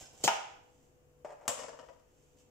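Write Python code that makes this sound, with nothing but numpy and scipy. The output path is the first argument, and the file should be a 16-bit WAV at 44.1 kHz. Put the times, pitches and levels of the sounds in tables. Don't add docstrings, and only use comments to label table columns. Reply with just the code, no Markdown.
import sys
import numpy as np
from scipy import signal
from scipy.fft import rfft, irfft, next_fast_len
from scipy.io import wavfile
from scipy.ndimage import map_coordinates

SR = 44100
rng = np.random.default_rng(int(sys.argv[2]) if len(sys.argv) > 2 else 0)


def waveform_to_disk(signal):
    frames = np.transpose(np.atleast_2d(signal))
    scaled = np.clip(frames, -1, 1) * 32767
    samples = np.round(scaled).astype(np.int16)
    wavfile.write(sys.argv[1], SR, samples)


N = 110250
SIDES = np.array([[.5], [-.5]])


def amp(db):
    return 10 ** (np.asarray(db) / 20)


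def unit(x):
    return x / np.sqrt(np.mean(x ** 2) + 1e-20)


def along(points, hz):
    f, v = np.transpose(points)
    return np.interp(np.log(hz + 1), np.log(f + 1), v)


def level(rows):
    s, db = np.transpose(rows)
    return amp(np.interp(np.arange(N) / SR, s, db, left=-200, right=-200))


def wobble(knots_per_s):
    return map_coordinates(rng.standard_normal(256), [np.arange(N) * knots_per_s / SR], mode="wrap")


def filtered(x, response):
    m = next_fast_len(N + SR // 2)
    return irfft(rfft(x, m) * response(np.fft.rfftfreq(m, 1 / SR)), m)[..., :N]


def coloured(x, colour):
    size = 4096
    cepstrum = irfft(np.log(amp(along(colour, np.fft.rfftfreq(size, 1 / SR)))))
    cepstrum[1:size // 2] *= 2
    cepstrum[size // 2 + 1:] = 0
    impulse = irfft(np.exp(rfft(cepstrum)))
    return signal.fftconvolve(x, impulse)[:len(x)]


def add(track, s, sound):
    start = max(round(s * SR), 0)
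    track[start:start + len(sound)] += sound[:N - start]


def spray(t60, click):
    t = np.arange(int(min(t60, .3) * SR) + 8) / SR
    x = 1e-3 ** (t / t60) * rng.standard_normal(SR // 3)[:len(t)]
    x[0] = click * np.linalg.norm(x)
    for _ in range(24):
        phase = np.angle(rfft(x, 2 * len(t)))
        x = irfft(np.exp(1j * phase))[:len(t)]
    return x / np.linalg.norm(x)


def burst(colour, t60, click):
    sound = coloured(np.pad(spray(t60, click), (0, SR))[:SR // 3], colour)
    return sound / np.linalg.norm(sound) * np.sqrt(t60 * SR / (2 * np.log(1000)))


MODE_SCATTER_DB = 1.5


def ring(modes):
    t = np.arange(SR // 3) / SR
    out = np.zeros(len(t))
    for hz, db, t60 in modes:
        decay = 1e-3 ** (t / t60) * np.sin(2 * np.pi * hz * t)
        highpass = signal.butter(2, hz / SR, "high", output="sos")
        gain = amp(db + MODE_SCATTER_DB * rng.standard_normal())
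        out += gain * signal.sosfilt(highpass, decay)
    return out


def grains(colour, per_s, spread_db):
    sizes = amp(spread_db * np.minimum(rng.standard_normal(N), 2)) * rng.choice([-1, 1], N)
    hits = rng.random(N) < per_s / SR
    return unit(coloured(sizes * hits, colour))


# f/Hz, t60/s
ROOM_T60 = [(100, .3), (300, .53), (800, .62), (1500, .58), (3000, .6), (7000, .53), (11000, .38),
            (16000, .28)]
# f/Hz, level/dB
ROOM_COLOUR = [(100, -15), (400, -1), (780, 1), (3000, 0.5), (7000, -1), (14000, -2.5)]
# f/Hz, left minus right level/dB
LEAN = [(100, -0.5), (380, 4.5), (1000, 4.5), (6000, -0.5), (8500, 2), (14000, -3.5)]
ROOM_BUILD_S, EARLY_T60_S = 0.0016, 0.048
DIRECT_RATIO = 1.1


def kitchen(x, tail_db, pan_db, lead_s=0):
    hz, t, z = signal.stft(rng.standard_normal((2, SR)), SR, nperseg=256)
    decay = 1e-3 ** (t / along(ROOM_T60, hz)[:, None])
    colour = amp(along(ROOM_COLOUR, hz))[:, None]
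    tail = signal.istft(z * decay * colour, SR, nperseg=256)[1]
    tail = tail * (1 - np.exp(-np.arange(tail.shape[1]) / SR / ROOM_BUILD_S))
    early = np.array([spray(EARLY_T60_S, DIRECT_RATIO), spray(EARLY_T60_S, DIRECT_RATIO)])

    def answer(response):
        response = response / np.linalg.norm(response[0])
        return signal.fftconvolve(x[None], response, axes=1)[:, :N]

    def ears(f):
        return amp(SIDES * along(LEAN, f)) * np.exp(2j * np.pi * f * lead_s * SIDES)

    near = filtered(answer(early), ears)
    return amp(SIDES * pan_db) * (near + amp(tail_db) * answer(tail))


# f/Hz, level/dB
AIR = [(20, -4.5), (80, 0), (190, -11), (280, -5.5), (500, -10.5), (1000, -19.5), (2000, -28.5),
       (2900, -27.5), (4000, -37.5), (7200, -27.5), (9000, -37.5), (15000, -34)]
# f/Hz, side level/dB
AIR_SIDE = [(120, -6.5), (500, -3), (2000, 1.5)]
# f/Hz, level/dB
HUM = [(97, -88), (146, -78), (441, -86), (495, -73.5)]
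AIR_DB, HUM_WAVER_DB, HUM_DRIFT_RAD = -68, 3, .8


def background():
    t = np.arange(N) / SR
    mid, side = filtered(rng.standard_normal((2, N)), lambda f: amp(along(AIR, f)))
    side = filtered(side, lambda f: amp(along(AIR_SIDE, f)))
    hum = np.zeros(N)
    for hz, db in HUM:
        gain = amp(db + HUM_WAVER_DB * wobble(7)) * np.sqrt(2)
        hum += gain * np.sin(2 * np.pi * hz * t + HUM_DRIFT_RAD * wobble(9))
    both = amp(AIR_DB) * unit(np.array([mid + side, mid - side])) + hum
    return filtered(both, lambda f: amp(SIDES * along(LEAN, f)))


# t/s, level/dB
RUSTLE = [(0, -51.5), (.05, -63), (.11, -73.5), (.23, -57), (.4, -112), (.66, -82), (.82, -77), (.98, -94),
          (2.03, -87), (2.18, -78.5), (2.35, -82), (2.405, -67.5), (2.44, -100)]
# f/Hz, level/dB
SKIN_COLOUR = [(300, -11.5), (700, -3), (1500, -13.5), (3000, -3.5), (4000, -10.5), (5400, -5), (7200, 3),
               (9500, -14.5), (15000, -21)]
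# t/s, level/dB
TOUCHES = [(.01, -52), (.13, -56.5), (0.201, -56.5), (0.827, -67.5)]
# f/Hz, level/dB
TOUCH_COLOUR = [(70, 10.5), (300, 3.5), (750, 4.5), (1300, -13.5), (4000, -21.5)]
SKIN_GRAINS_PER_S, TOUCH_T60_S = 2500, .12


def handling():
    out = level(RUSTLE) * grains(SKIN_COLOUR, SKIN_GRAINS_PER_S, spread_db=6)
    for s, db in TOUCHES:
        add(out, s, amp(db) * burst(TOUCH_COLOUR, TOUCH_T60_S, click=0.067))
    return kitchen(out, tail_db=-1.0, pan_db=-1.5)


# t/s, length/s, level/dB
SQUEAK = (0, .085, -62)
# f/Hz, level/dB, t60/s
BLADE_MODES = [(1540, 0, 0.053), (5250, 0.5, 0.095)]


def squeak():
    out = np.zeros(N)
    s, length, db = SQUEAK
    stroke = signal.windows.tukey(int(length * SR))
    singing = signal.fftconvolve(rng.standard_normal(SR), ring(BLADE_MODES), "valid")[:len(stroke)]
    add(out, s, amp(db) * stroke * unit(singing))
    return kitchen(out, tail_db=-4.5, pan_db=-2)


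# t/s, level/dB
TEAR = [(1.48, -38.5), (1.495, -41), (1.53, -49.5), (1.6, -46.5), (1.645, -50), (1.71, -70), (1.93, -73.5),
        (2.02, -86)]
# t/s, level/dB, treble tilt/dB
CRACKLES = [(1.601, -41.5, 14), (1.623, -45.5, 0), (1.637, -41, -3), (1.683, -41, 0), (1.731, -49.5, -23),
            (1.79, -43, -15), (1.828, -51, -28), (1.887, -49, -18.5)]
# f/Hz, level/dB
FLESH_COLOUR = [(130, -19), (255, 3), (380, -6), (540, 11.5), (800, 1), (950, 4), (2300, -8), (2950, -4),
                (3950, -16), (5200, -6), (7600, -8), (10000, -25), (15000, -40)]
# f/Hz, level/dB, t60/s
FLESH_MODES = [(513, -4.5, 0.27), (621, -6, 0.16), (927, -8, 0.23), (1154, -1.5, 0.028), (1856, -7, 0.078),
               (2896, -11.5, 0.049)]
TEAR_JERK_DB, TEAR_JERKS_PER_S = 4.5, 90
FIBRE_T60_S, FIBRE_SPREAD_S, FIBRE_LOSS_DB = 0.013, .014, 2
TREBLE_HALF_HZ = 3100
GRIP_DETUNE = .05


def peel():
    jerks = amp(TEAR_JERK_DB * wobble(TEAR_JERKS_PER_S))
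    out = level(TEAR) * unit(jerks * grains(FLESH_COLOUR, per_s=500, spread_db=4.5))
    for s, db, treble_db in CRACKLES:
        colour = [(hz, d + treble_db * hz / (hz + TREBLE_HALF_HZ)) for hz, d in FLESH_COLOUR]
        grip = 1 + GRIP_DETUNE * rng.standard_normal()
        modes = [(hz * grip, mode_db, t60) for hz, mode_db, t60 in FLESH_MODES]
        add(out, s, amp(db - 6) * ring(modes))
        delays = np.sort(rng.uniform(0, FIBRE_SPREAD_S, size=6))
        for k, delay in enumerate(delays - delays[0]):
            fibre = burst(colour, FIBRE_T60_S, click=0.33)
            add(out, s + delay, amp(db - FIBRE_LOSS_DB * k) * fibre)
    return kitchen(out, tail_db=-6, pan_db=4)


# t/s, level/dB, t60/s
SNAP = (1.4795, -24, 0.061)
# f/Hz, level/dB
SNAP_COLOUR = [(30, -36), (100, -5.5), (330, -10), (600, 6), (1150, -3.5), (1450, -6.5), (3300, -6),
               (4200, -11), (6000, -4.5), (7600, 4), (9000, -8.5), (15000, -18)]
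SNAP_RING_DB = -11


def snap():
    out = np.zeros(N)
    s, db, t60 = SNAP
    crack = burst(SNAP_COLOUR, t60, click=0.63)
    add(out, s, amp(db) * (crack + amp(SNAP_RING_DB) * ring(FLESH_MODES)))
    return kitchen(out, tail_db=-4.5, pan_db=3.5)


# t/s, level/dB
SLIDE = [(1.27, -58.5), (1.31, -53.5), (1.36, -71), (1.47, -57.5)]
# t/s, level/dB, hollow ring relative to it/dB
KNOCKS = [(1.2475, -4, -2.5), (1.305, -9.5, -29), (1.321, -12, -22), (1.411, -16.5, -20),
          (1.455, -14, -4.5)]
# f/Hz, level/dB, t60/s
KNOCK_MODES = [(477, -50, 0.23), (613.7, -25, 0.085)]
# f/Hz, level/dB
KNOCK_COLOUR = [(100, -40.5), (350, -5), (600, 10), (860, 5.5), (1300, -4.5), (3000, -16), (4000, -27.5),
                (5300, -19), (7800, -19), (10000, -38.5)]
KNOCK_TICK_DB, KNOCK_TICK_T60_S = -38.5, 0.084


def knife_down():
    out = level(SLIDE) * grains(KNOCK_COLOUR, per_s=400, spread_db=3)
    for s, db, ring_db in KNOCKS:
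        hollow = amp(ring_db) * ring(KNOCK_MODES)
        tick = amp(KNOCK_TICK_DB) * burst(KNOCK_COLOUR, KNOCK_TICK_T60_S, click=0.38)
        add(out, s, amp(db) * (hollow + tick))
    return kitchen(out, tail_db=-5, pan_db=.5)


# t/s, burst level/dB, t60/s
CHOP = (.278, -14.5, 0.03)
# f/Hz, level/dB
CHOP_COLOUR = [(150, -42.5), (400, -23), (620, -1), (810, 7), (930, 3), (1080, -4), (1330, 0.5), (1900, -5),
               (3000, -4), (4200, -20), (5500, -11), (7300, -13), (9500, -26.5), (15000, -32)]
# f/Hz, level/dB, t60/s
CHOP_MODES = [(670, -19.5, 0.058), (824, -15.5, 0.035), (922, -17.5, 0.024)]
CUT_LEAD_S = .00012


def chop():
    out = np.zeros(N)
    s, db, t60 = CHOP
    add(out, s, amp(db) * burst(CHOP_COLOUR, t60, click=1.1) + ring(CHOP_MODES))
    return kitchen(out, tail_db=-5.0, pan_db=-1, lead_s=CUT_LEAD_S)


# t/s, level/dB
CUT = [(.2355, -53), (.2385, -25.5), (.247, -26), (.258, -33.5), (.277, -39), (.284, -57.5)]
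# f/Hz, level/dB
CUT_COLOUR = [(300, -31.5), (1300, -9.5), (2000, -14.5), (3100, -2), (4200, -5), (7200, 2), (9200, -13),
              (15000, -13.5)]
# t/s, level/dB, t60/s
THUD = (.240, -29, 0.11)
# f/Hz, level/dB
THUD_COLOUR = [(40, -32), (90, -19), (140, -1), (220, -4.5), (380, -1), (600, 0.5), (900, -5.5),
               (1500, -25.5), (4000, -36)]


def cut():
    out = level(CUT) * grains(CUT_COLOUR, per_s=4400, spread_db=1.5)
    s, db, t60 = THUD
    add(out, s, amp(db) * burst(THUD_COLOUR, t60, click=0.44))
    return kitchen(out, tail_db=-10.5, pan_db=0.5, lead_s=CUT_LEAD_S)


def scene():
    hands = handling() + peel() + snap()
    knife = squeak() + knife_down() + chop() + cut()
    return background() + hands + knife


TOP_HZ = 15500


def record(dry):
    return filtered(dry, lambda hz: 1 / np.sqrt(1 + (hz / TOP_HZ) ** 160))


dry = scene()
out = record(dry)
waveform_to_disk(out)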